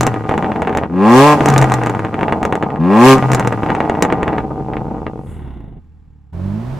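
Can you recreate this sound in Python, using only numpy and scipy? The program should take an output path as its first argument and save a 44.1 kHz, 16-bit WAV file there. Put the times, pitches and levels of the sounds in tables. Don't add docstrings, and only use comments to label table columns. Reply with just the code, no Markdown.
import sys
import numpy as np
from scipy import signal
from scipy.fft import rfft, irfft
from scipy.io import wavfile
from scipy.ndimage import uniform_filter1d

SR = 44100
rng = np.random.default_rng(int(sys.argv[2]) if len(sys.argv) > 2 else 0)


def wrap_up_sound(samples):
    columns = np.atleast_2d(samples).T
    tamed = np.clip(columns, -1, 1)
    steps = np.round(tamed * 32767).astype(np.int16)
    wavfile.write(sys.argv[1], SR, steps)


N = 299439
T = np.arange(N) / SR

# t/s, f/Hz
FIRING_RATE = [(0, 126), (.2, 112), (.3, 101.9), (.54, 90), (.86, 79.5), (.996, 94.84), (1.176, 130.8),
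               (1.266, 148.5), (1.33, 148.8), (1.38, 141.3), (1.508, 139.5), (2.116, 102.6), (2.39, 86.5),
               (2.79, 76.8), (2.882, 92.3), (3.082, 133.8), (3.324, 128.5), (3.826, 94.8), (4.1, 80)]
# f/Hz, level/dB
EXHAUST_GAIN = [(80, -37), (100, -31.5), (113, -23.5), (135, -11.5), (165, -15.5), (195, -12.5), (222, -10),
                (262, -6.5), (300, -11), (340, -8), (400, 2.5), (450, -2.5)]
# f/Hz, width/Hz, level/dB
PIPE_MODES = [(81, 13, 1), (133, 59, -2), (204, 68, 1), (306, 30, 2.5), (419.3, 45, -0.5), (453, 38, -1),
              (660, 81, -8.5), (764, 24, 3.5), (851, 110, -7), (930, 44, -8), (1026, 18, -12),
              (1204, 30, -1.5), (1390, 100, -10.5), (1914, 29, -2.5)]
# start/s, end/s, level/dB, fade/(dB/s), sputter offset/dB
AFTERBURNS = [(0, 0.272, 1.5, 38, -1), (0.269, 0.851, .5, 0, -8), (.85, 0.981, -10, 0, -3),
              (1.338, 1.453, 4.5, -2.5, -4), (1.451, 2.168, 7.5, 20, -2), (2.17, 2.783, .5, 3, -10),
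              (3.15, 3.621, 4, 17.5, -1), (3.622, 4.421, 1, 0, -6), (4.419, 5.019, -4, 4, -12.5),
              (5.019, 5.266, -9.5, 20, -12.5)]
# f/Hz, level/dB
THUD_SPECTRUM = [(30, -13), (75, -6.5), (130, -3.5), (300, -2), (480, -5.5), (700, -10), (1500, -34.5),
                 (8000, -63.5)]
BURBLE_SPECTRUM = [(200, -30), (450, -22.5), (620, 6.5), (800, 5), (1020, -2), (1300, -1), (2500, -20),
                   (16000, -60.5)]
SPUTTER_SPECTRUM = [(500, -37.5), (1200, 7), (2000, 1.5), (3500, 1.5), (5000, 6), (16000, 17)]
HISS_SPECTRUM = [(800, -30), (2500, 7.5), (3600, -1.5), (4600, -3.5), (7000, -5.5), (10000, -12.5),
                 (13000, -16), (16000, -28.5)]
# t/s, bang level/dB, crack level/dB
LOUD_POPS = [(.0091, -7.5, -3.5), (.032, -9, -10), (0.0673, -8.5, -6), (0.0751, -8, -24),
             (0.1419, -14, -30), (0.2931, -9, -23.5), (0.3121, -13, -45), (0.3207, -17, -39),
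             (0.3404, -14, -37), (0.3785, -9, -24.5), (.4256, -12.5, -36), (.445, -12, -49),
             (.5194, -13, -48), (.5605, -15, -36), (0.6203, -11.5, -22), (0.6733, -9.5, -32),
             (0.6777, -13, -44), (0.695, -15, -37), (.7282, -16.5, -41), (0.7503, -12.5, -30),
             (.7731, -9, -14), (0.7855, -11.5, -42), (0.8355, -14, -50), (1.4078, -11.5, -30),
             (1.459, -6.5, -6), (1.4864, -7.5, -6.5), (1.5015, -10.5, -9.5), (1.525, -14, -25),
             (1.539, -12.5, -12), (1.5612, -15, -24), (1.5801, -8.5, -1.5), (1.5904, -10, -24),
             (1.6148, -9, -11), (1.6271, -8, -11.5), (1.6425, -9, -18.5), (1.699, -13, -25),
             (1.7203, -8, -12), (1.7396, -8, -8), (1.8358, -11.5, -22), (1.8618, -13.5, -17.5),
             (1.8703, -10, -22), (1.897, -12.5, -18.5), (1.9494, -14, -33), (1.9936, -13, -29),
             (2.0488, -11.5, -33), (2.1428, -12, -37), (2.1918, -15, -46), (2.2314, -7.5, -31),
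             (2.2823, -11.5, -55), (2.3243, -7, -27), (2.4301, -8.5, -20), (2.4522, -8, -15),
             (2.5253, -7.5, -24), (2.5544, -11, -21.5), (2.6262, -10, -32), (2.7041, -18, -46),
             (3.1824, -12, -21), (3.318, -10, -9.5), (3.3334, -6, -9), (3.3479, -9, -4),
             (3.3965, -8, -12.5), (3.4074, -12, -25), (3.4486, -14, -29), (3.4739, -8, -12),
             (3.5251, -11, -24), (3.6333, -13, -38), (3.6887, -16.5, -51), (3.703, -8, -33),
             (3.7184, -15, -43), (3.7503, -10.5, -26), (3.7656, -19, -45), (3.8044, -6.5, -31),
             (3.8966, -13.5, -24), (4.024, -2, 1), (4.0507, -8, -21.5), (4.102, -11, -51),
             (4.1249, -6.5, -24.5), (4.2308, -9, -26.5), (4.2799, -8, -31), (4.3302, -16.5, -60),
             (4.382, -12.5, -41), (4.7354, -18, -55), (4.7689, -15.5, -49), (5.0667, -16, -55)]
# f/Hz, level/dB
BANG_SPECTRUM = [(25, -7), (70, -6), (150, -2.5), (350, -2), (560, -4), (850, -2), (1200, -6),
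                 (2000, -10.5), (2700, -16.5), (4200, -34.5), (8000, -59.5), (16000, -73)]
CRACK_SPECTRUM = [(800, -70), (2500, -45), (3800, 4), (4800, -1), (7000, 8.5), (9500, -5), (13000, -10.5),
                  (16000, -21)]
# opens/s, rise/s, eases/s, shuts/s, level/dB
THROTTLE_BLIPS = [(0.874, 0.19, 1.102, 1.333, -0.5), (2.78, 0.035, 3.12, 3.132, -.5)]
# multiple of firing rate, level/dB
LOAD_ORDERS = [(1, 1), (2, 1.5), (3, -8.5), (4, -15.5)]
# f/Hz, level/dB
RASP_SPECTRUM = [(100, -13), (400, -3.5), (560, -4.5), (750, -4), (900, -4.5), (1080, 3.5), (1250, -4.5),
                 (1450, -10.5), (1700, -3), (2000, -12.5), (2600, -1), (3300, -25.5), (6000, -14)]
ROAR_SPECTRUM = [(80, -30), (300, -14), (600, 6.5), (1100, -4), (1450, -9.5), (2600, -12), (3300, -18),
                 (6000, -31), (16000, -48)]
# t/s, level/dB
BEAT_LEVEL = [(4.1, -32), (4.8, -28), (5.4, -38)]
# f/Hz, level/dB
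BEAT_SPECTRUM = [(25, -31), (48, 11), (80, 2), (100, 0), (130, 11), (200, 0.5), (400, -43), (1500, -79),
                 (16000, -100)]
SIGH_SPECTRUM = [(5000, -35), (7000, -4), (10000, 0), (13000, -12), (16000, -25)]
# t/s, main order f/Hz, its level/dB, overtones/dB, mechanical noise/dB
RUNDOWN_TRACK = [(5.26, 87.3, -33, -39, -46.5), (5.5, 65.9, -32, -35.5, -47), (5.8, 38.7, -42, -36, -60.5)]
IDLE_TRACK = [(5.79, 80.45, -44.5, -57, -66.5), (6.335, 69.7, -46.5, -52, -70.5)]
PULL_TRACK = [(6.325, 81.8, -30, -40.5, -47.5), (6.461, 96.1, -22.5, -29, -42),
              (6.581, 108.5, -28, -28, -41.5), (6.693, 126.7, -26.5, -46, -39.5),
              (6.79, 144.3, -27.5, -57, -39)]
# multiple of main order, level/dB
RUNDOWN_ORDERS = [(1.5, -7.5), (2, 4.5), (2.5, -4), (3, -5), (3.5, -2.5), (4, -1), (4.5, -24.5), (5, -5),
                  (6, -7)]
IDLE_ORDERS = [(1.5, 0.5), (2, 2), (2.5, -4), (3, -16), (4, -13)]
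PULL_ORDERS = [(1.5, 1), (2, 7.5), (2.5, -26), (3, -8), (3.5, -10.5), (4, -28), (6, -15)]
# f/Hz, level/dB
RUNDOWN_SPECTRUM = [(30, -16), (130, 5.5), (310, -4.5), (580, -18), (790, -10), (1200, -26), (1500, -26.5),
                    (1750, -36), (2000, -26.5), (2400, -41), (2850, -35), (3200, -41), (3600, -38.5),
                    (4400, -59), (15000, -62)]
IDLE_SPECTRUM = [(18, -34), (30, -3), (81, -11), (163, -11), (288, -19.5), (364, -32), (460, -27.5),
                 (612, -46), (794, -29), (928, -39), (1170, -43), (4200, -62), (7100, -67), (7500, -61),
                 (8000, -71), (15000, -75)]
PULL_SPECTRUM = [(15, -45), (25, -1), (74, -12), (117, -9.5), (175, -14), (236, -7.5), (285, -27),
                 (344, -9.5), (451, -24), (641, -16.5), (714, -23), (863, -22.5), (1290, -33), (2350, -44),
                 (16000, -68)]


def amp(db):
    return 10 ** (np.asarray(db) / 20)


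def unit(x):
    return x / np.sqrt(np.mean(x ** 2) + 1e-20)


def steady(x, span_s):
    size = int(span_s * SR) + 1
    power = uniform_filter1d(uniform_filter1d(x ** 2, size), size)
    return x / np.sqrt(abs(power) + 1e-12)


def curves(rows, fade_s=.029):
    t_s, *columns = np.transpose(rows)
    end_s = t_s[-1] if t_s[-1] < T[-1] - .03 else np.inf
    gate = np.clip(np.minimum(T - t_s[0], end_s - T) / fade_s, 0, 1)
    return [gate] + [np.interp(T, t_s, column) for column in columns]


def spell(start_s, end_s, edge_s=.04):
    since_s = T - start_s if start_s > .01 else np.inf
    return np.clip(np.minimum(since_s, end_s - T) / edge_s + .5, 0, 1)


def response(spectrum, size=4096):
    hz, db = np.transpose(spectrum)
    bins_hz = abs(np.fft.fftfreq(size, 1 / SR)) + 1
    log_gain = np.log(amp(np.interp(np.log(bins_hz), np.log(hz), db)))
    return np.fft.ifft(np.exp(np.conj(signal.hilbert(log_gain)))).real[:size // 2]


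def through(x, taps):
    return signal.oaconvolve(np.atleast_2d(x), np.atleast_2d(taps), axes=1)[:, :N]


def air(spectrum, width=.74):
    mid, side = rng.standard_normal((2, N))
    return unit(through([mid + width * side, mid - width * side], response(spectrum)))


def wander(rate_hz):
    rolloff = 1 + (np.fft.rfftfreq(N, 1 / SR) / rate_hz) ** 4
    return unit(irfft(rfft(rng.standard_normal(N)) / rolloff, N))


def firing_hz():
    return np.interp(T, *np.transpose(FIRING_RATE))


def exhaust_gain(hz):
    return amp(np.interp(hz, *np.transpose(EXHAUST_GAIN)))


def overrun_boom(gain_db=1, flutter=.2, build_s=.16):
    hz = firing_hz()
    throttle = sum(np.clip(np.minimum(T - opens_s, shuts_s + build_s - T) / build_s, 0, 1)
                   for opens_s, _, _, shuts_s, _ in THROTTLE_BLIPS)
    gate = (1 - throttle) * spell(0, FIRING_RATE[-1][0])
    tone = exhaust_gain(hz) * np.sin(2 * np.pi * np.cumsum(hz) / SR)
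    return gate * amp(gain_db) * (1 + flutter * wander(25)) * tone


def afterburning():
    gates = np.array([spell(start_s, end_s) for start_s, end_s, *_ in AFTERBURNS])
    shares = gates / (gates.sum(0) + 1e-9)
    level_db = sum(share * (db - fade_db_per_s * np.clip(T - start_s, 0, end_s - start_s))
                   for share, (start_s, end_s, db, fade_db_per_s, _) in zip(shares, AFTERBURNS))
    return np.minimum(gates.sum(0), 1), level_db, np.transpose(AFTERBURNS)[-1] @ shares


def bursts(rate_hz, scatter, spread_db):
    cycles = np.cumsum(rate_hz * np.exp(scatter * wander(90))) / SR
    return np.diff(np.floor(cycles), prepend=0) * amp(spread_db * np.clip(rng.standard_normal(N), -2, 1))


def silencer(x, hz, damping):
    radius = np.exp(-2 * np.pi * hz * damping / SR)
    poles = [1, -2 * radius * np.cos(2 * np.pi * hz / SR), radius ** 2]
    return signal.lfilter(poles[::-1], poles, x)


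def tailpipe(ring_db):
    t = np.arange(SR // 8) / SR
    ring = sum(amp(db) * 2 * np.pi * width_hz / SR
               * np.exp(-np.pi * width_hz * t) * np.cos(2 * np.pi * hz * t)
               for hz, width_hz, db in PIPE_MODES)
    burst = -signal.fftconvolve(response(BANG_SPECTRUM), amp(ring_db) * ring + (t == 0))
    return silencer(burst, hz=700, damping=.6)


def burble(burn_hz=150, putt_hz=55, thinning_db=10, churn_s=.004, hiss_db_per_octave=17):
    gate, level_db, sputter_db = afterburning()
    density = np.clip(1 + level_db / thinning_db, 0, 1)
    train = bursts(putt_hz + (burn_hz - putt_hz) * density, scatter=.55, spread_db=4)
    churn = signal.lfilter([1], [1, -np.exp(-1 / (churn_s * SR))], train) * rng.standard_normal(N)
    burns = through(unit(train) + .5 * unit(churn), tailpipe(ring_db=28.5))
    bands = ((-22 + .63 * level_db, THUD_SPECTRUM),
             (-22.5 + level_db, BURBLE_SPECTRUM),
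             (-26 + level_db + sputter_db, SPUTTER_SPECTRUM))
    voiced = sum(amp(db) * steady(through(burns, response(band)), span_s=.069) for db, band in bands)
    hiss_db = -57.5 + .79 * level_db + hiss_db_per_octave * np.log2(firing_hz() / FIRING_RATE[-1][1])
    return gate * (voiced + amp(hiss_db) * air(HISS_SPECTRUM))


def small_pops(rate_hz=9, spread_db=3, candidates=400):
    gate, level_db, _ = afterburning()
    when, chance, size = rng.random((candidates, 3)).T
    at = (when * (N - 1)).astype(int)
    db = level_db[at] + spread_db * np.sqrt(3) * (2 * size - 1)
    rows = np.transpose([T[at], -21 + 1.7 * db, -49.5 + 2.4 * db])
    return rows[chance < gate[at] * rate_hz * T[-1] / candidates]


def spikes(t_s, level_db, tail_db, tail_s):
    t, train = np.arange(SR // 20) / SR, np.zeros(N + SR)
    starts = np.round(np.maximum(t_s * SR - 8, 0)).astype(int)
    for start, gain in zip(starts, amp(level_db)):
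        tail = rng.standard_normal(len(t)) * np.exp(-t / tail_s)
        train[start:start + len(t)] += gain * ((t == 0) + amp(tail_db) * tail / np.linalg.norm(tail))
    return train[:N]


def pops(bang_gain_db=6.5, crack_gain_db=-7):
    t_s, bang_db, crack_db = np.vstack([LOUD_POPS, small_pops()]).T
    pipe = tailpipe(ring_db=-1)
    snap = silencer(response(CRACK_SPECTRUM), hz=7000, damping=.06)
    bangs = spikes(t_s, bang_db + bang_gain_db, tail_db=-4, tail_s=.011)
    cracks = spikes(t_s, crack_db + crack_gain_db, tail_db=-1.5, tail_s=.0033)
    return through(bangs, pipe / abs(pipe).max()) + through(cracks, snap / abs(snap).max())


def engine_bay(level_db=-64):
    return amp(level_db) * air(HISS_SPECTRUM) * np.interp(T, [5, 5.6], [1, 0])


def puffs(cycles, decay_cycles, floor):
    return unit(floor + np.exp(-(cycles % 1) / decay_cycles))


def exhaust_rasp(phase, live, jitter_cycles=.006, turbulence=.3):
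    shaken = phase + 2 * np.pi * jitter_cycles * wander(110)
    pulses = np.zeros(N)
    pulses[live] = unit(sum(np.cos(k * shaken[live]) for k in range(4, 40)))
    echoed = pulses + .5 * np.roll(pulses, round(.0037 * SR)) - .35 * np.roll(pulses, round(.0064 * SR))
    ringing = through(echoed, tailpipe(ring_db=9))
    rasp = steady(through(ringing, response(RASP_SPECTRUM)), span_s=.025)
    roar = air(ROAR_SPECTRUM, width=.2) * puffs(phase / (2 * np.pi), decay_cycles=.84, floor=.81)
    return rasp + turbulence * roar


def blip(opens_s, rise_s, eases_s, shuts_s, level_db,
         ease_db_per_s=19.5, shut_db_per_s=255, full_boost_hz=132, tone_db=2, uneven=.12):
    sag_db = ease_db_per_s * np.maximum(T - eases_s, 0) + shut_db_per_s * np.maximum(T - shuts_s, 0)
    opening = np.sin(np.pi / 2 * np.clip((T - opens_s) / rise_s, 0, 1))
    load = opening * amp(level_db - np.minimum(sag_db, 200))
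    hz = firing_hz()
    octaves, cycles = np.log2(hz / full_boost_hz), np.cumsum(hz) / SR
    phase = 2 * np.pi * cycles
    tone = sum(amp(db) * exhaust_gain(k * hz) * np.sin(k * phase - np.pi * (k / 2) ** 2)
               for k, db in LOAD_ORDERS)
    bright = exhaust_rasp(phase, live=load > 1e-3)
    dark = signal.lfilter(*signal.butter(2, 520, fs=SR), bright)
    pressure = amp(-9 + 16 * octaves)
    steepness = np.minimum(load * pressure / amp(-14), 1)
    rasp = steepness * bright + (1 - steepness) * dark
    hiss_gain = load * amp(-17 + 75.5 * np.minimum(octaves, 0))
    hiss = hiss_gain * air(HISS_SPECTRUM) * puffs(cycles, decay_cycles=.38, floor=.35)
    strength = 1 + uneven * (np.sin(phase / 3) + np.sin(2 * phase / 3) + .5 * wander(70))
    return load * (amp(tone_db) * tone + strength * pressure * rasp + hiss)


def exhaust_beats():
    gate, level_db = curves(BEAT_LEVEL)
    train = bursts(rate_hz=65, scatter=.37, spread_db=1.5)
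    return gate * amp(level_db) * steady(through(train, response(BEAT_SPECTRUM)), span_s=.092)


def turbo_sigh(peak_s=5.31, peak_db=-58, rise_db_per_s=145, fall_db_per_s=125):
    drop_db = np.maximum(rise_db_per_s * (peak_s - T), fall_db_per_s * (T - peak_s))
    return amp(peak_db - drop_db) * air(SIGH_SPECTRUM, width=.35)


def light_running(track, orders, spectrum, half_order_db, upper_gain_db, noise_gain_db,
                  rumble_db, rumble_db_per_s, throb, tick, width):
    gate, hz, tone_db, upper_db, noise_db = curves(track, fade_s=.0081)
    cycles = np.cumsum(hz * (1 + .008 * wander(22))) / SR
    half_order = np.cos(np.pi * cycles)
    tone = np.cos(2 * np.pi * cycles) + amp(half_order_db) * half_order
    upper = unit(sum(amp(db) * np.cos(2 * np.pi * k * cycles) for k, db in orders))
    hum = np.sqrt(2) * amp(tone_db) * tone + amp(upper_db + upper_gain_db) * upper
    noise = air(spectrum, width)
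    low = unit(signal.sosfilt(signal.butter(2, 700, fs=SR, output="sos"), noise))
    high = unit(signal.sosfilt(signal.butter(3, 900, "high", fs=SR, output="sos"), noise))
    ramp_db = rumble_db_per_s * np.clip(T - track[0][0], 0, 1)
    rumble = amp(rumble_db + ramp_db) * low * unit(1 + throb * half_order)
    ticking = amp(noise_db + noise_gain_db) * high * puffs(cycles / 2, decay_cycles=.23, floor=1 / tick)
    return gate * (hum + rumble + ticking)


def roadside(x, near_db=-12, near_s=.01, far_db=-28, far_s=.025, side_db=.5):
    t = np.arange(SR // 3) / SR
    near, far = rng.standard_normal((2, 2, len(t))) * (t > .001)
    taps = amp(near_db) * unit(near * np.exp(-t / near_s)) + amp(far_db) * unit(far * np.exp(-t / far_s))
    colour = response([(40, -5), (130, -7), (900, -2), (2000, -3), (5000, 1)])
    mid, side = through(through(x.mean(0), colour), taps / np.sqrt(len(t)))
    return x + mid + amp(side_db) * np.array([side, -side])


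def scene():
    blips = sum(blip(*row) for row in THROTTLE_BLIPS)
    revving = blips + overrun_boom() + burble() + pops() + turbo_sigh() + engine_bay() + exhaust_beats()
    rundown = light_running(RUNDOWN_TRACK, RUNDOWN_ORDERS, RUNDOWN_SPECTRUM,
                            half_order_db=-10, upper_gain_db=-2.5, noise_gain_db=.5,
                            rumble_db=-34, rumble_db_per_s=-10.5, throb=.38, tick=1, width=.12)
    idle = light_running(IDLE_TRACK, IDLE_ORDERS, IDLE_SPECTRUM,
                         half_order_db=-16, upper_gain_db=2, noise_gain_db=0,
                         rumble_db=-46.5, rumble_db_per_s=-16, throb=.25, tick=.7, width=.3)
    pull_away = light_running(PULL_TRACK, PULL_ORDERS, PULL_SPECTRUM,
                              half_order_db=-14, upper_gain_db=4.5, noise_gain_db=.5,
                              rumble_db=-35, rumble_db_per_s=9.5, throb=.12, tick=.31, width=.56)
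    return roadside(revving + rundown + idle) + pull_away * amp([[-1.7], [1.5]])


def record(dry, drive_db=1.5, knee_order=12, low_hz=4, high_hz=15950):
    hot = dry * amp(drive_db)
    clipped = hot / (1 + abs(hot) ** knee_order) ** (1 / knee_order)
    centred = signal.lfilter(*signal.butter(1, low_hz, "high", fs=SR), clipped)
    lowpass = signal.firwin(301, high_hz, window=("kaiser", 8), fs=SR)
    return signal.oaconvolve(centred, lowpass[None], "same")


dry = scene()
out = record(dry)
wrap_up_sound(out)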